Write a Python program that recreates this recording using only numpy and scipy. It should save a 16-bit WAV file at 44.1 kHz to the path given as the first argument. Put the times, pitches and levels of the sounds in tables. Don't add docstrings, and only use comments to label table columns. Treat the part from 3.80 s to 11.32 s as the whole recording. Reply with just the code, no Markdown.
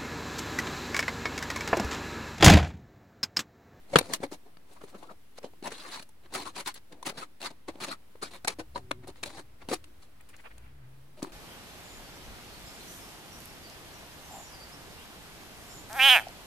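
import sys
import numpy as np
from scipy import signal
from scipy.io import wavfile
from scipy.ndimage import uniform_filter1d

SR = 44100
rng = np.random.default_rng(int(sys.argv[2]) if len(sys.argv) > 2 else 0)


def boost_factor(decibels):
    exponent = np.asarray(decibels, float) / 20
    return 10 ** exponent


def store_wav(level_fs):
    pcm = np.round(np.clip(np.atleast_2d(level_fs), -1, 1) * 32767)
    wavfile.write(sys.argv[1], SR, pcm.T.astype(np.int16))


N = 331632

CUT_SLOPE_DB, BRUSH_SLOPE_DB, SLEEVE_SLOPE_DB = 0.15, -4, 4.5
SCRAPE_ECHO_DB, BREAK_ECHO_DB, SNAP_ECHO_DB = -12.5, -7.5, -14.5
FRACTURE_BOOM_HZ = 480


def evened(x):
    return x / np.sqrt(np.mean(x ** 2) + 1e-20)


def peak_evened(x):
    return x / np.sqrt(uniform_filter1d(x ** 2, size=180).max())


def read(points, hz):
    f, value = np.transpose(points)
    return np.interp(np.log(hz + 1), np.log(f + 1), value)


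def add(mix, s, sound):
    part = mix[..., max(round(s * SR), 0):][..., :sound.shape[-1]]
    part += sound[..., :part.shape[-1]]


def causal(points, size=512):
    colour_db = read(points, abs(np.fft.fftfreq(size, 1 / SR)))
    log_gain = np.log(boost_factor(np.maximum(colour_db, -70)))
    taps = np.fft.ifft(np.exp(np.conj(signal.hilbert(log_gain)))).real[:size // 2]
    return taps / np.linalg.norm(taps)


def slips(size, per_s, spread_db):
    sizes = boost_factor(spread_db * np.minimum(rng.exponential(1, size), 4)) * rng.choice([-1, 1], size)
    return evened(sizes * (rng.random(size) < per_s / SR))


# pitch_hz, level_db (per Hz)
BLADE_COLOUR = [(590, -39.5), (1000, -4.5), (1260, -4), (1380, -6), (2230, -6.5), (2410, -7.5),
                (3270, -10.5), (4260, -6), (5020, -14), (10500, -16.5), (11900, -30), (15300, -32.5),
                (16000, -35)]


def edge(slope_db, air_db=0):
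    hz, db = np.transpose(BLADE_COLOUR)
    tilt_db = slope_db * np.log2(hz / 3000)
    spot_db = rng.normal(0, 2.2, len(hz))
    db = db + tilt_db + spot_db + air_db * (hz > 11000)
    return causal(np.transpose([hz * rng.uniform(.96, 1.04), db]))


# pitch_hz, width_hz, level_db
LID_MODES = [(150, 50, -31), (305, 23, 1.5), (390, 260, 6.5), (543, 91, 3.5), (697, 160, 4.5),
             (835.8, 90, -4.5), (1118.4, 80, -9)]


def lid_ring(centre_hz, octaves, damping, pinned=False):
    t = np.arange(round(.045 * SR)) / SR
    hz, width, db = np.transpose(LID_MODES)[..., None]
    hz = hz * rng.uniform(.9, 1.1, hz.shape)
    if pinned:
        nearest = np.argmin(abs(np.log(hz / centre_hz)))
        hz[nearest], width[nearest], db[nearest] = centre_hz, 110, db.max() - 3.5
    distance = np.log2(hz / centre_hz) / octaves
    db = db + rng.normal(0, 1.0, hz.shape) - 3.3 * distance ** 2
    decay = np.exp(-np.pi * width * damping * t)
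    ring = (boost_factor(db) * np.sqrt(width) * decay * np.sin(2 * np.pi * hz * t)).sum(0)
    return ring / np.linalg.norm(ring)


def ports(x, echo_db):
    at = rng.integers(2, 240, (2, 40))
    taps = np.zeros((2, 300))
    echoes = rng.choice([-1., 1.], at.shape) * boost_factor(echo_db - 3000 * at / SR)
    np.put_along_axis(taps, at, echoes, 1)
    no_bass = signal.butter(2, 800, "high", fs=SR)
    shared = 0.38 * signal.lfilter(*no_bass, taps[1])
    shared[1] += 1
    treble = signal.butter(2, 950, "high", fs=SR)
    unlike = signal.lfilter(*treble, taps[0] / np.linalg.norm(taps[0]))
    unlike = boost_factor(-.3) * np.linalg.norm(shared) * unlike + .17 * shared
    pair = boost_factor(-3.9) * np.array([shared + unlike, shared - unlike])
    return signal.fftconvolve(x[None], pair, axes=1)


def stroke(rows, slope_db):
    s, force_db, boom_db = np.transpose(rows)
    t = np.arange(s[0], s[-1], 1 / SR)
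    force = boost_factor(np.interp(t, s, force_db)) * signal.windows.tukey(len(t), min(1, .014 * SR / len(t)))
    waver = boost_factor(1.9 * evened(uniform_filter1d(rng.standard_normal(len(t)), size=200)))
    drive = slips(len(t), 14000, 3.3) * force * evened(waver)
    boom = boost_factor(np.interp(t, s, boom_db) - 3.0)
    travel = (t - t[0]) / .022
    out = np.zeros((2, len(t) + 4000))
    for spot in range(int(travel[-1]) + 2):
        near = abs(travel - spot) < 1
        part = drive[near] * np.cos(np.pi / 2 * (travel[near] - spot))
        sound = signal.fftconvolve(part * boom[near], lid_ring(400, 6.7, 0.46))
        add(sound, 0, np.convolve(part, edge(slope_db, air_db=2.5)))
        add(out, np.argmax(near) / SR, ports(sound, SCRAPE_ECHO_DB))
    return s[0], out


def bite(s, rise, fall, force_db, boom_db, slope_db):
    edge_db = force_db - 27
    return stroke([(s - rise, edge_db, boom_db), (s, force_db, boom_db), (s + fall, edge_db, boom_db)], slope_db)


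def crack(peak_db, boom_db, boom_hz, slope_db, t60):
    t = np.arange(round(.05 * SR)) / SR
    build_up = np.minimum(t / (0.05 * t60), 1)
    fall = boost_factor(-60 * t / np.clip(t60, .004, .3)) * build_up
    fade = np.clip((.034 - t) / 0.012, 0, 1)
    burst = slips(len(t), 8100, 0.27) * fall
    tick = np.convolve(burst, edge(slope_db))[:len(t)]
    damping = np.clip((.022 / t60) ** 1.2, .7, 6)
    others = np.convolve(burst, lid_ring(boom_hz, 0.51, damping, pinned=True))[:len(t)]
    patch = fall * np.sin(2 * np.pi * boom_hz * t)
    boom = peak_evened(patch) + boost_factor(-2.5) * peak_evened(others)
    sound = peak_evened(tick) + boost_factor(boom_db) * peak_evened(boom)
    return ports(boost_factor(peak_db - 0.5) * fade * sound, BREAK_ECHO_DB)


# start_s, length_s, first_force_db, last_force_db, boom_db (lid against blade)
DRAGS = [(.07, 0.069, -72.5, -46, 9.5), (0.22, 0.073, -49, -55.5, 6), (.285, .04, -49, -46, 11.5),
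         (2.856, 0.03, -38.5, -40, -5.5), (0.51, 0.021, -51, -45.5, 11), (0.871, 0.4, -76.5, -62, 9),
         (0.159, 0.036, -45, -38, 10), (1.827, 0.021, -58.5, -41.5, 3.5), (1.851, 0.026, -42, -37.5, 3.5),
         (2.117, 0.044, -46.5, -43, -7), (1.901, .3, -49, -47.5, -0.5), (2.571, 0.065, -41, -44.5, 1),
         (2.649, 0.0444, -46, -46, 1), (2.752, 0.056, -41, -40.5, -1.5), (2.949, 0.02024, -55, -48.5, -5),
         (3.371, 0.062, -39.5, -49.5, 1), (3.599, 0.041, -53.5, -38.5, 2), (3.642, 0.0265, -38, -37.5, -5),
         (3.7, 0.021, -45, -60.5, 10), (3.928, 0.069, -68.5, -63, 15), (3.998, 0.028, -43.5, -38.5, 2.5),
         (4.057, 0.073677, -50, -41, 0.5), (4.503, 0.057, -55.5, -45, 0.5), (4.783, 0.017, -49, -46, 13.5),
         (4.942, 0.039, -62, -54.5, 16), (5.269, 0.026, -46.5, -51, 8), (5.498, 0.099, -56.5, -46, 5),
         (5.886, 0.049, -43, -39.5, 5.5), (7.368, 0.034, -57.5, -59.5, 9), (7.422, 0.082, -61, -56.5, 6.5),
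         (2.534, 0.025, -36.5, -37, 1), (4.951, 0.03, -50.5, -56, 7.5), (0.159, .02, -30, -38, 5)]


def drags(lid):
    for s, length, first_db, last_db, boom_db in DRAGS:
        end = s + length
        pull = [(s, first_db, boom_db), (end, last_db, boom_db), (end + 0.035, last_db - 26, boom_db)]
        add(lid, *stroke(pull, CUT_SLOPE_DB))


# peak_s, rise_s, fall_s, force_db, boom_db (lid against blade)
BITES = [(0.337, 0.019, 0.036, -31.5, 1), (.44, 0.036, 0.034, -38, 11), (2.129, 0.031, 0.01, -50, 1),
         (1.924, 0.02, 0.021, -42, -1.5), (2.81, .03, 0.032, -49, 2), (3.43, 0.042, 0.041, -46.5, 0),
         (3.295, 0.024, 0.03, -36.5, 3), (2.558, 0.032, 0.035, -34.5, 3), (2.879, 0.03, 0.051, -34, -13),
         (3.267, 0.023, 0.062, -31, -0.5), (3.885, 0.013, 0.045, -43, 8), (4.046, 0.039, 0.02, -31.5, -2.5),
         (4.426, 0.016, 0.081, -35.5, 0), (4.649, 0.0089, 0.0079, -47, 17),
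         (4.677, 0.0046, 0.069, -31, 2.5), (5.432, 0.0078, 0.033, -36.5, 1.5), (5.461, .02, 0.069, -40, 3),
         (1.582, 0.033, .012, -49, -2), (2.536, 0.041, 0.022, -46.5, 7.5), (2.68, 0.073, 0.02263, -56, -6),
         (2.755, 0.031, 0.0256, -48.5, 3), (3.372, 0.07, 0.0181, -52, 9), (4.085, 0.019, 0.024, -39.5, 7.5),
         (5.37, .03, 0.093, -58.5, 2), (5.94, 0.034, 0.031, -32.5, -5.5), (6.227, 0.034, .06, -58, -3),
         (7.471, 0.054, 0.11, -65.5, -3)]


def bites(lid):
    for row in BITES:
        add(lid, *bite(*row, CUT_SLOPE_DB))


# start_s, peak_db, boom_db, brightness_db (per octave), t60_s
FRACTURES = [(0.1859, -16, -5.5, 3.5, 0.023), (0.335, -21, -33, 4.5, 0.017),
             (1.6297, -49.5, -20, -2, 0.026), (1.9154, -40, 4, -5.5, 0.06), (2.223, -45.5, -7, 4, 0.042),
             (2.2893, -55, -5, 10.5, 0.03), (2.5385, -35.5, -20.5, 5, .016), (2.874, -31, -9, 4, 0.013),
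             (2.9402, -44, -18.5, 8, 0.053), (3.123, -53, -5, 1.5, 0.035), (3.227, -41.5, 5, 5, 0.027),
             (3.262, -33, -13, 6.5, 0.0147), (3.6157, -36.5, -4.5, 1.5, 0.012),
             (4.0036, -44, -3, -4.5, 0.021), (4.4244, -40.5, -19, -11.5, 0.13),
             (4.646, -33.5, -1, 2.5, 0.03), (4.6735, -28.5, 0.5, 5, 0.04),
             (4.6824, -23.5, -10.5, 2, 0.0069), (5.1137, -25, -5, -5, 0.0075),
             (5.2791, -44, -7.5, 10.5, 0.007), (5.435, -26, -25, 0, 0.011), (6.042, -52.5, -12, 3, 0.02235),
             (6.487, -53.5, -9, 10.5, 0.079), (6.7799, -49, -9, 7.5, 0.013)]


def fractures(lid):
    for s, peak_db, boom_db, slope_db, t60 in FRACTURES:
        boom_hz = FRACTURE_BOOM_HZ * rng.uniform(0.39, 2.3)
        add(lid, s, crack(peak_db, boom_db, boom_hz, slope_db, t60))


# start_s, peak_db, brightness_db (per octave)
SNAPS = [(0.1576, -5.5, -5.5), (.1608, -12.5, -2.5), (0.1862, -12, 0.5), (1.017, -39, -5),
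         (1.0412, -42, -11), (1.229, -53, -1), (1.2975, -41, -15.5), (1.322, -46.5, -6), (1.8745, -29, -5),
         (2.226, -45, 8.5), (2.5578, -26, -4), (3.23, -46, 3), (3.265, -26, -1), (3.296, -29, 11),
         (3.662, -23, -6), (4.357, -44.5, -8.5), (4.6776, -28, 3), (4.6808, -6, 2.5), (5.1104, -24, -1),
         (5.1153, -16.5, 0.5), (5.4361, -24.5, 3), (5.9167, -26, -6), (0.3348, -23, 3),
         (3.8821, -36, -11.5), (0.2106, -30, -3.5), (5.8881, -24, 9), (5.9015, -30, 0), (5.933, -22, 1),
         (6.042, -32.5, 1.5), (6.658, -48, -4), (7.4212, -35.5, -13), (7.424, -31, -2.5), (7.447, -30, -18)]


def snaps(lid):
    for s, peak_db, slope_db in SNAPS:
        taps = edge(slope_db)
        add(lid, s, ports(boost_factor(peak_db) * taps / abs(taps).max(), SNAP_ECHO_DB))


# start_s, peak_db, boom_db, patch_hz, t60_s
KNOCKS = [(0.1305, -36.5, 15, 566, 0.13), (0.157, -6.5, 2, 436, 0.018), (0.1626, -18.5, -2, 338, 0.041),
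          (0.2116, -34, 12, 530, 0.016), (5.112, -46, 17.5, 290, 0.036), (4.426, -50.5, 16.5, 380, 0.053),
          (3.884, -46.5, 13, 310, 0.065), (0.403, -52.5, 24, 225, 0.016), (0.77, -48.5, 4.5, 272.7, 0.0066),
          (1.037, -50.5, 15, 392, 0.036), (1.1435, -51, 10, 194, 0.14), (1.5848, -44.5, 8.5, 548, 0.016),
          (1.735, -61, 13.5, 348, 0.014), (1.825, -48.5, 15.5, 338.2, 0.025),
          (3.883, -39.5, 1.5, 533.6, 0.074), (3.9555, -49.5, 9.5, 314, 0.013),
          (4.3531, -60, 17, 415.6, 0.019), (4.7921, -39.5, 5.5, 484, 0.096),
          (4.9567, -38.5, 11.5, 970.6, 0.062), (4.976, -42.5, 3, 480, 0.03), (4.648, -42.5, 8, 1530, 0.011),
          (5.1114, -33, 10.5, 1080, .012), (5.8872, -35.5, 12, 220, 0.0085),
          (5.9146, -34, 10.5, 470, 0.023), (7.4263, -41.5, 19, 290, 0.029), (7.4421, -58, 22, 392, 0.035),
          (7.468, -55, 14, 340, 0.055), (.962, -63, -6, 1106, 0.03), (1.227, -55, 12, 680.5, 0.034),
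          (3.325, -53, 15.5, 493, 0.01), (1.641, -51, 21, 480, 0.025), (5.286, -56.5, 19, 396, 0.067)]


def knocks(lid):
    for s, peak_db, boom_db, patch_hz, t60 in KNOCKS:
        add(lid, s, crack(peak_db, boom_db, patch_hz, -3.5, t60))


def knife_drop(lid):
    start_s, peak_db, hz, t60 = .158, -16, 152, .08
    t = np.arange(round(.08 * SR)) / SR
    ring = boost_factor(peak_db - 60 * t / t60) * np.minimum(t / 0.00041, 1) * np.sin(2 * np.pi * hz * t)
    add(lid, start_s, ring * boost_factor([[1.5], [-1.5]]))


# middle_s, length_s, level_db, pitch_hz
CREAKS = [(0.912, 0.041, -64, 900), (0.97, 0.042, -54, 1070), (1.016, 0.03, -53, 1282),
          (1.09, 0.038, -63, 1150), (1.15, 0.04994, -54, 1226), (1.237, 0.067, -51.5, 990),
          (1.304, 0.054, -50.5, 1220), (1.866, 0.075, -37.5, 895), (1.95, 0.047, -49.5, 3549),
          (2.007, 0.055, -48, 4220), (2.068, .09, -49.5, 1090), (2.138, 0.074, -45, 4200),
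          (2.158, 0.11, -45, 900), (2.6, 0.075, -39, 911), (2.622, 0.069, -49, 4200),
          (2.672, 0.056, -38.5, 1190), (2.784, 0.08, -40, 905), (2.808, 0.035, -47, 2110),
          (2.884, 0.047, -35.5, 930), (3.295, 0.02747, -43, 3800), (3.384, 0.037, -45, 4333),
          (3.429, 0.042, -41.5, 1197), (3.627, 0.0456, -47, 1010), (3.663, 0.056, -38.5, 940),
          (3.663, 0.051, -39, 4130), (4.046, .03, -46, 855.1), (4.123, 0.069, -43, 1266),
          (4.108, .08, -45, 4250), (4.432, 0.033, -37.5, 1270), (4.466, 0.057, -52, 4250),
          (4.961, 0.038, -47.5, 4130), (5.437, 0.018, -48, 1106), (0.439, 0.038, -35.5, 430),
          (.44, 0.026, -42, 2260), (1.642, 0.037, -41, 480), (3.895, 0.028, -34, 530.5),
          (5.819, 0.029, -59, 2244), (5.924, .05, -31, 480), (6.079, 0.16, -60.5, 290),
          (6.665, 0.034, -55.5, 1097), (7.033, 0.24, -70, 1700), (.34, 0.028, -33.5, 6600),
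          (4.68, 0.018274, -29, 2300)]


def creaks(lid):
    for s, length, level_db, hz in CREAKS:
        size = round(length * SR)
        width = 0.26
        band_hz = hz * np.array([1 - width / 2, 1 + width / 2])
        band = signal.butter(2, band_hz, "band", fs=SR, output="sos")
        sung = evened(signal.sosfilt(band, slips(size, 5000, 2.4))) * np.hanning(size)
        add(lid, s - length / 2, ports(boost_factor(level_db) * sung, BREAK_ECHO_DB))


# start_s, peak_db, brightness_db (per octave)
TICKS = [
    (1.018, -60, -7),
    (1.228, -51, -11),
    (1.298, -57, -4.5),
    (5.358, -51, -4),
    (5.458, -49, -1),
    (5.503, -43.5, -2),
    (6.409, -54.5, 22.5),
    (6.5645, -50.5, 8.5),
    (7.4275, -33, 6),
]


def ticks(lid):
    for s, peak_db, slope_db in TICKS:
        boom_hz = FRACTURE_BOOM_HZ * rng.uniform(0.732, 2.1)
        add(lid, s, crack(peak_db, -12, boom_hz, slope_db, 0.017))


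# peak_s, rise_s, fall_s, force_db, boom_db
BRUSHES = [(.67, 0.044, 0.055, -66, 17.3), (0.919, 0.099, 0.047, -62, 9.5), (.97, 0.036, 0.031, -60, 7.9),
           (1.015, 0.01, 0.035, -53.5, 11), (1.085, 0.041, 0.01963, -53.5, 5.8),
           (1.149, 0.033, 0.032, -63.5, 25.3), (1.23, 0.024, 0.0619, -59, 8.9),
           (1.31, 0.044, 0.039, -56.5, 16.6), (1.648, 0.037, 0.049, -46.5, 12),
           (1.74, 0.024, 0.014, -73.5, 18), (2.461, 0.054, 0.019, -55, 6.8),
           (3.126, 0.031, 0.045, -52, 9.9), (5.24, 0.026, 0.032, -53, 8.9),
           (3.17, 0.094, 0.29, -72.5, 18.4), (5.821, 0.027, 0.041, -50.5, 2.8),
           (5.85, 0.016, 0.014, -64, 14), (5.93, 0.057, 0.031, -39, 11.7), (7.44, 0.018, 0.063, -51, 12)]


def brushes(lid):
    for row in BRUSHES:
        add(lid, *bite(*row, BRUSH_SLOPE_DB))


# peak_s, rise_s,
# fall_s, force_db
SLEEVES = [(.125, .06, 0.037, -61), (.345, 0.022, 0.035, -34), (.44, .05, 0.061, -59),
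           (.54, .04, 0.034, -46.5), (.93, .07, 0.082, -59), (1.04, .05, 0.039, -56.5),
           (1.095, .04, 0.05194, -57.5), (1.19, 0.024, 0.029, -56.5), (1.235, .04, 0.035, -61),
           (1.315, .04, .03, -61.5), (5.96, 0.039, 0.051, -54), (6.235, 0.046, 0.063, -63.5),
           (6.601, 0.51, 0.37, -68), (5.1, .4, 0.18, -90), (2.55, 0.026, 0.0254, -40),
           (2.879, 0.036, 0.04, -41), (5.94, 0.026, 0.026, -39), (7.436, 0.026, 0.056, -52)]


def sleeves(lid):
    for row in SLEEVES:
        add(lid, *bite(*row, -24.5, SLEEVE_SLOPE_DB))


# pitch_hz, level_db (per Hz)
GRIP_COLOUR = [(290, -27.5), (500, 2.5), (877, -3), (1080, -3.5), (1490, -5), (2510, -8), (6000, -44),
               (7800, -55), (13200, -120)]
# middle_s, length_s, level_db, brightness_db (per octave)
FINGERS = [
    (6.41, 0.027, -55, 6),
    (6.498, 0.046, -57.5, 4),
    (6.544, 0.037, -50.5, 6),
    (6.597, 0.044, -53, 5.5),
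    (6.66, 0.057, -44.5, 2.5),
    (6.714, 0.032, -52.5, 6),
    (6.788, 0.1, -62, 3),
    (6.858, 0.13, -60.5, 5.5),
    (7.039, 0.26, -68, -0.5),
]


def fingers(lid):
    for s, length, level_db, slope_db in FINGERS:
        t = np.arange(-length / 2, length / 2, 1 / SR)
        press = boost_factor(level_db - 13 * abs(2 * t / length)) * signal.windows.tukey(len(t), .4)
        grip = [(hz, db + slope_db * np.log2(hz / 1500)) for hz, db in GRIP_COLOUR]
        rub = np.convolve(slips(len(t), 6900, 1.63) * press, causal(grip))
        add(lid, s + t[0], ports(rub, SCRAPE_ECHO_DB))


def room_tail(x):
    t = np.arange(round(.2 * SR)) / SR
    tail = rng.standard_normal((2, len(t))) * boost_factor(-60 * t / .08) * np.minimum(t / .006, 1)
    tail = signal.lfilter(*signal.butter(1, 5000, fs=SR), tail)
    return signal.oaconvolve(x, tail / np.linalg.norm(tail[0]), axes=1)[:, :N]


# time_s, firing_hz, level_db, load (0 to 1)
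CARS = [
    [(4.82, 133.3, -74, 0.82), (4.95, 134.5, -51, 0.8), (5.02, 129.5, -55.5, 0.36), (5.2, 128.2, -54, 0.23),
     (5.3, 132, -58, 0.9), (5.4, 136, -77, .9)],
    [(6.62, 97.1, -83, 0.42), (6.75, 112.6, -52, 1), (6.83, 119.9, -54, 1), (6.95, 138.1, -53.5, 0.76),
     (7.05, 134.4, -52.5, 0.05), (7.36, 134.3, -64.5, 0), (7.42, 139, -75, 0.4)],
]
UPPER_DB = [3.5, -41]


def cars(street):
    for rows, upper_db in zip(CARS, UPPER_DB):
        s, *columns = np.transpose(rows)
        t = np.arange(s[0], s[-1], 1 / SR)
        hz, level_db, load = (np.interp(t, s, c) for c in columns)
        firing_db = level_db - 8.5 * load
        half_db = level_db - 14.5 * (1 - load)
        third_db = firing_db + upper_db - 28 * load
        drift, *flutter = evened(uniform_filter1d(rng.standard_normal((6, len(t))), size=1300))
        turn = 2 * np.pi * np.cumsum(hz * (1 + 0.026 * drift)) / SR
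        orders = [(.5, half_db), (1, firing_db), (1.5, third_db - 5.), (2, third_db - 3.5), (3, third_db)]
        hum = sum(boost_factor(db + 1.2 * f) * np.sin(k * turn) for (k, db), f in zip(orders, flutter))
        add(street, s[0], np.sqrt(2) * hum * signal.windows.tukey(len(t), .2))


# peak_s, peak_db, fall_db (per second)
BUMPS = [
    (.17, -40.5, 220),
    (1.051, -63, 59.5),
    (2.5, -60, 31.5),
    (3.9, -60, 25),
    (5.01, -52.5, 8),
    (5.55, -60, 60),
    (5.88, -52, 76.5),
    (6.36, -59, 39),
    (6.79, -54.5, 35.5),
]


def rumble():
    band = signal.butter(2, [45, 100], "band", fs=SR, output="sos")
    deep = evened(signal.sosfilt(band, rng.standard_normal(N)))
    s, peak_db, fall_db = np.transpose(BUMPS)[..., None]
    t = np.arange(0, N / SR, .005)
    away = np.maximum(t - s, -2.8 * (t - s))
    bumps = boost_factor(peak_db - 3.0 - fall_db * away)
    level = np.sqrt(boost_factor(-70.5) ** 2 + (bumps ** 2).sum(0))
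    return deep * np.interp(np.arange(N) / SR, t, level)


# pitch_hz, level_db (per Hz)
HISS_COLOUR = [(25, -13), (60, -12.5), (120, -3.5), (250, -1.5), (500, -8.5), (1000, -11.5), (2000, -14.5),
               (4000, -19.5), (7000, -25.5), (10300, -22.5), (16000, -25.5)]
# time_s, level_db
MURMUR = [(0.0, -55), (.35, -49), (.58, -56.5), (2.7, -58), (4.5, -56), (7.52, -55)]
# pitch_hz, likeness (0 to 1)
LIKENESS = [(60, 0.96), (130, 0.21), (300, 0.24), (1000, 0.091), (4000, 0.021)]


def room_hiss():
    frames, hz = N // 256 + 5, np.fft.rfftfreq(1024, 1 / SR)
    a, b, c, d, patches = rng.standard_normal((frames, 513, 5)).T
    patches = uniform_filter1d(uniform_filter1d(patches, size=10, axis=0), size=10, axis=1)
    patches = evened(patches)
    s, murmur_db = np.transpose(MURMUR)
    low = 1 / (1 + (hz[:, None] / 3500) ** 2)
    swell_db = low * np.interp(np.arange(frames) * 256 / SR, s, murmur_db - np.median(murmur_db))
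    drift_db = evened(uniform_filter1d(rng.standard_normal(frames), size=30))
    swell_db += (1 - low) * drift_db
    same = np.clip(read(LIKENESS, hz), -1, 1)[:, None]
    left = a + 1j * b
    right = same * left + np.sqrt(1 - same ** 2) * (c + 1j * d)
    level_db = read(HISS_COLOUR, hz)[:, None] + 0.61 * patches + swell_db - 69.5
    z = np.array([left, right]) * boost_factor(level_db)
    return signal.istft(z, nperseg=1024, noverlap=768)[1][:, :N]


def scene():
    lid, street = np.zeros((2, N)), np.zeros(N)
    for source in (drags, bites, fractures, snaps, knocks, creaks, ticks, brushes, sleeves, fingers):
        source(lid)
    lid = signal.lfilter(*signal.butter(2, 150, "high", fs=SR), lid)
    knife_drop(lid)
    cars(street)
    wet = boost_factor(-23) * room_tail(lid)
    return lid + wet + (street + rumble()) * boost_factor([[.6], [-.6]]) + room_hiss()


def top_cut(x):
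    return signal.sosfilt(signal.butter(12, 16130, fs=SR, output="sos"), x)


def record(dry):
    band_limit = signal.firwin(511, 16250, fs=SR)[None]
    limited = signal.oaconvolve(np.clip(dry, -1, 1), band_limit, "same")
    mix = limited - .0032
    return top_cut(mix)


dry = scene()
out = record(dry)
store_wav(out)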